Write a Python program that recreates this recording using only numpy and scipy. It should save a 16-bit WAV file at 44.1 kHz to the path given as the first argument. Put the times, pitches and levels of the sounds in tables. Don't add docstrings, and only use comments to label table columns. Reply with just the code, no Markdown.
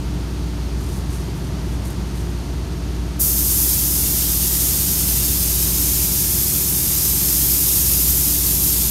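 import sys
import numpy as np
from scipy import signal
from scipy.fft import rfft, irfft
from scipy.io import wavfile

SR = 44100
rng = np.random.default_rng(int(sys.argv[2]) if len(sys.argv) > 2 else 0)


def master_out(mix):
    frames = np.transpose(np.atleast_2d(mix))
    ceiling = np.clip(frames, -1, 1)
    pcm = np.round(ceiling * 32767).astype(np.int16)
    wavfile.write(sys.argv[1], SR, pcm)


N = 392490
TIME = np.arange(N) / SR
FREQS = np.fft.rfftfreq(N, 1 / SR)


def undb(db):
    return 10 ** (np.asarray(db) / 20)


def unit(x):
    return x / np.sqrt(np.mean(x ** 2))


def curves(table):
    times_s, *columns = np.transpose(table)
    return [np.interp(TIME, times_s, column) for column in columns]


def gain_at(spectrum, hz):
    points_hz, level_db = np.transpose(spectrum)
    return undb(np.interp(np.log(hz + 1), np.log(points_hz), level_db))


def bumps(table):
    total_db = sum(db * np.exp(-((FREQS - hz) / width_hz) ** 2) for hz, width_hz, db in table)
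    return undb(total_db)


def colour(x, gain):
    return irfft(rfft(x) * gain, N)


def noise(spectrum):
    return colour(rng.standard_normal(N), gain_at(spectrum, FREQS)) * np.sqrt(SR / 2)


def walk(rate_hz):
    return unit(colour(rng.standard_normal(N), np.exp(-(FREQS / rate_hz) ** 2)))


def room(x, t60, wet_db):
    t = TIME[:SR // 2]
    fade = np.exp(-np.log(1000) * t / t60)
    tail = rng.standard_normal(len(t)) * fade * (t > .006)
    tail = tail / np.linalg.norm(tail)
    return x + undb(wet_db) * signal.fftconvolve(x, tail)[:N]


def workshop(rumble_db=1, ease_db_per_s=0.18, air_db=0, waver_db=0.1, rumble_top_hz=3500,
             swell_db=2.0, swell_at_s=1.75, swell_s=0.38):
    # pitch_hz, level_db (per Hz)
    rumble_colour = [(30, -73), (39, -75), (48, -53), (66, -51.5), (88, -52.5), (100, -57.5), (150, -56),
                     (175, -54), (200, -54), (225, -61.5), (265, -63), (295, -57), (330, -64), (400, -65),
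                     (490, -74), (650, -71), (1500, -80.5), (3000, -86.5)]
    # pitch_hz, level_db (per Hz)
    air_colour = [(800, -83.5), (1650, -80), (2250, -81), (2650, -79.5), (4000, -80), (4300, -78.5),
                  (4750, -78.5), (5150, -81.3), (6400, -81), (7200, -85), (8300, -85), (11000, -89),
                  (14000, -91.5), (16000, -120)]
    # pitch_hz, width_hz, level_db
    room_modes = [(48.5, 2, 2), (53, 2, -4), (68, 2, 4), (72.6, 2.5, -2), (83, 4, 1), (96, 4, 3),
                  (159, 3.5, -2.5), (293, 14, 1), (214, 5.5, -3), (820, 110, -2.5), (955, 27, -3)]
    treble_cut = 1 / (1 + (FREQS / rumble_top_hz) ** 4)
    rumble = colour(noise(rumble_colour), bumps(room_modes) * treble_cut)
    swell = np.exp(-((TIME - swell_at_s) / swell_s) ** 2)
    level_db = rumble_db - ease_db_per_s * TIME + swell_db * swell + waver_db * walk(3.5)
    return rumble * undb(level_db) + noise(air_colour) * undb(air_db)


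def motor(motor_hz=59.5, trim_db=0.0, waver_hz=0.21, waver_db=0.7, waver_rate_hz=4,
          tones_db=0, drift_hz=0.29, flicker_db=1.0):
    # time_s, level_db (rms)
    hum_levels = [(0, -25.5), (1.23, -24.5), (1.52, -32), (1.76, -23.5), (1.92, -31), (2.05, -25.5),
                  (2.35, -24.5), (2.43, -30), (2.6, -25.5), (2.77, -27), (2.9, -23.5), (3.9, -27),
                  (4.35, -25.5), (4.88, -28.5), (5.01, -30), (5.1, -25.5), (5.8, -25), (6.5, -29.5),
                  (6.85, -33), (7.47, -26.5), (7.65, -31.5), (8.12, -23), (8.25, -29), (8.75, -25)]
    # pitch_hz, level_db (rms)
    faint_tones = [(74.5, -46), (89.4, -40.5), (149, -47), (184.5, -48), (942.1, -57.5)]
    level_db, = curves(hum_levels)
    turns = np.cumsum(motor_hz + waver_hz * walk(4.6)) / SR
    hum = np.sin(2 * np.pi * turns) * undb(level_db + trim_db + waver_db * walk(waver_rate_hz))
    for hz, db in faint_tones:
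        turns = np.cumsum(hz + drift_hz * walk(1.8)) / SR
        hum = hum + np.sin(2 * np.pi * turns) * undb(db + tones_db + flicker_db * walk(3.3))
    return np.sqrt(2) * hum


def compressor(crank_hz=12.961, thrum_db=0, clatter_db=0, scatter_db=1.5, speed_wander=0.0008,
               size=4096, count=190):
    # multiple of the crank rate, level_db (rms)
    strong_tones = [(6, -38), (8, -41), (10, -36), (11, -43), (12, -44), (13, -38), (15, -48), (16, -50),
                    (17, -47), (18, -52), (19, -52), (20, -51), (22, -46.5), (23, -43), (25, -57),
                    (26, -48), (27, -45), (28, -50), (29, -52), (30, -53), (31, -49), (34, -57), (36, -55),
                    (38, -59), (47, -64), (52, -58), (61, -58.5), (64, -64), (67, -57), (68, -60),
                    (69, -63), (71, -57), (72, -61.5), (86, -63), (89, -63.5), (91, -62), (104, -62)]
    # pitch_hz, level_db (rms of each multiple)
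    clatter_colour = [(110, -57.5), (220, -50), (350, -65), (520, -66.5), (900, -69), (1300, -67),
                      (2000, -88)]
    orders = np.arange(4, count)
    tones = np.zeros(size // 2 + 1)
    scatter = undb(clatter_db + scatter_db * rng.standard_normal(len(orders)))
    tones[orders] = gain_at(clatter_colour, orders * crank_hz) * scatter
    for order, db in strong_tones:
        tones[int(round(order))] = undb(db + thrum_db)
    phases = np.exp(2j * np.pi * rng.random(len(tones)))
    one_turn = irfft(tones * phases) * size / np.sqrt(2)
    turns = np.cumsum(crank_hz * (1 + speed_wander * walk(1.54))) / SR
    return np.interp(turns, np.arange(size) / size, one_turn, period=1)


def stepping(level_db=-37.5, centre_hz=112, width_hz=22, at_s=1.9, span_s=1.3):
    band_gain = np.exp(-((FREQS - centre_hz) / width_hz) ** 2)
    band = unit(colour(rng.standard_normal(N), band_gain))
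    return band * undb(level_db) * np.exp(-((TIME - at_s) / span_s) ** 4)


def rubbing(trim_db=-1.0, grain_db=3, grain_hz=400, catch_db=0.5, catch_hz=90,
            slips_per_s=300, slip_db=1, slip_spread_db=3, treble_hz=10500):
    # start_s, rise_s, fade_s, level_db (peak), brightness_db (treble against body)
    strokes = [(.76, .19, .085, -42.5, 0), (.8, .02, .02, -49, 0), (.935, .008, .02, -47, 0),
               (.968, .008, .02, -42, 0), (1.1, 0.025, .06, -39.5, -4), (1.142, .006, .02, -43, 0),
               (1.18, .025, .035, -44, 1), (1.35, .03, .04, -46, 5), (1.435, .015, .05, -48, 4),
               (1.5, .24, .1, -52, 0), (1.715, .012, .03, -48, 0), (1.84, .025, .022, -39, 1),
               (1.901, .004, .012, -35.5, 6), (2.065, .012, .025, -49, 0), (2.12, .07, .12, -44, 0)]
    # pitch_hz, level_db
    rub_colour = [(1500, -18), (4000, -11), (6500, -1.5), (9000, 0.5), (13000, -3.5), (16000, -22)]
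    body_power, treble_power = np.zeros(N), np.zeros(N)
    for start_s, rise_s, fade_s, db, bright_db in strokes:
        since = TIME - start_s
        rise = np.clip(since / rise_s, 0, 1)
        stroke = rise * np.exp(-2 * np.maximum(since - rise_s, 0) / fade_s)
        body_power += stroke * undb(db - bright_db / 2) ** 2
        treble_power += stroke * undb(db + bright_db / 2) ** 2
    slide = unit(rng.standard_normal(N) * undb(grain_db * walk(grain_hz)))
    slip_happens = rng.random(N) < slips_per_s / SR
    slips = unit(slip_happens * undb(slip_spread_db * rng.standard_normal(N)))
    contact = (slide + undb(slip_db) * slips) * undb(catch_db * walk(catch_hz))
    rustle = unit(colour(contact, gain_at(rub_colour, FREQS)))
    body = colour(rustle, 1 / (1 + (FREQS / treble_hz) ** 8))
    treble = rustle - body
    rustle = body * np.sqrt(body_power) + treble * np.sqrt(treble_power)
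    return room(rustle * undb(trim_db), t60=0.19, wet_db=-7)


def panel_gap(spread_hz=260):
    # time_s, pitch_hz, level_db (rms)
    gap_path = [(3.9, 3420, -56), (4.25, 3290, -48), (5.4, 2627, -48.5), (6.4, 2233, -48.5),
                (7.6, 2400, -53), (8.9, 2695, -54)]
    hz, level_db = curves(gap_path)
    carrier = np.cos(2 * np.pi * np.cumsum(hz) / SR)
    return unit(walk(spread_hz) * carrier) * undb(level_db)


def moving_echoes(x, echo_db, sway_s, count=8):
    out = x
    lags_s = np.geomspace(.0011, .013, count) * rng.uniform(.85, 1.15, count)
    for lag_s in lags_s:
        heard_from = TIME - lag_s - sway_s * walk(0.573)
        out = out + undb(echo_db) * np.interp(heard_from, TIME, x)
    return out / np.sqrt(1 + count * undb(2 * echo_db))


def spray_gun(trigger_s=3.191, valve_open_s=.016, jet_db=0.87, split_hz=5200, beam_hz=10500, beaming=0.73,
              flutter_db=0.43, spit_db=0.55, wash_rise_s=.025, surge_db=2, surge_bright_db=3, surge_s=0.24,
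              focus_hz=12000, focus_width_hz=1100, focus_db=0.7, turn_at_s=7.5, turn_s=.2):
    # time_s, level_db
    jet_levels = [(3.28, -19), (3.47, -19.5), (3.62, -17.3), (3.74, -19), (5.62, -19.5), (7.2, -18.5),
                  (7.43, -17), (7.78, -17.5), (7.95, -17.5), (8.2, -17.5), (8.45, -18.5), (8.65, -17.6),
                  (8.9, -19.5)]
    # time_s, level_db
    wash_levels = [(3.2, -34.5), (3.45, -33), (3.7, -31), (3.92, -32.5), (4.22, -29.5), (4.42, -30.5),
                   (5.35, -30), (5.8, -30.5), (5.95, -30), (6.25, -31), (6.42, -30.5), (6.72, -31.5),
                   (6.9, -30), (8.05, -29.5), (8.6, -30.5), (8.9, -29)]
    # pitch_hz, level_db
    jet_colour = [(500, -31), (1600, -20), (2300, -17.5), (3400, -13), (4300, -10.5), (4900, -6.5),
                  (6500, -4), (8300, -3), (9900, -3.5), (11500, 0), (13000, 1), (14400, -2), (15600, -10)]
    # pitch_hz, width_hz, level_db
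    jet_peaks = [(2680, 90, 1), (3600, 110, 2), (5180, 70, 1), (5950, 120, -1), (6400, 90, 1.8),
                 (6980, 70, -1.5), (7120, 80, 1), (8150, 110, 2), (10600, 110, 1)]
    nozzle_db, = curves(jet_levels)
    wash_db, = curves(wash_levels)
    bass_cut = FREQS / (FREQS + 200)
    shape = gain_at(jet_colour, FREQS) * bumps(jet_peaks) * bass_cut
    low_share = 1 / (1 + (FREQS / split_hz) ** 8)
    nozzle = unit(colour(rng.standard_normal(N), shape * np.sqrt(1 - low_share)))
    wash = unit(colour(rng.standard_normal(N), shape * np.sqrt(low_share)))
    held_s = np.maximum(TIME - trigger_s, 0)
    valve = np.minimum(held_s / valve_open_s, 1)
    surge = np.exp(-held_s / surge_s)
    arrival = 1 - np.exp(-held_s / wash_rise_s)
    clear_db = nozzle_db - np.median(nozzle_db[held_s > 0])
    bright_db = surge_bright_db * surge + beaming * clear_db
    body = colour(nozzle, 1 / (1 + (FREQS / beam_hz) ** 8))
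    treble = nozzle - body
    nozzle = body * undb(-bright_db / 2) + treble * undb(bright_db / 2)
    turned = .5 + .5 * np.tanh((TIME - turn_at_s) / turn_s)
    focus = colour(nozzle, np.exp(-((FREQS - focus_hz) / focus_width_hz) ** 2))
    nozzle = nozzle + focus * (undb(focus_db * turned) - 1)
    hiss = nozzle * valve * undb(nozzle_db + jet_db + surge_db * surge)
    hiss = hiss + arrival * (wash * undb(wash_db) + panel_gap())
    hiss = hiss * undb(flutter_db * walk(23) + spit_db * walk(900))
    return moving_echoes(hiss, echo_db=-20, sway_s=0.000253)


def scene():
    background = workshop() + motor() + compressor()
    mono = background + stepping() + rubbing() + spray_gun()
    return np.array([mono, mono])


def record(dry, top_hz=15650):
    # pitch_hz, width_hz, level_db
    housing_dips = [(7750, 310, -4), (10100, 130, -2.2)]
    notched = colour(dry, bumps(housing_dips))
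    top_cut = signal.ellip(10, .2, 80, top_hz, fs=SR, output="sos")
    return signal.sosfilt(top_cut, notched)


dry = scene()
out = record(dry)
master_out(out)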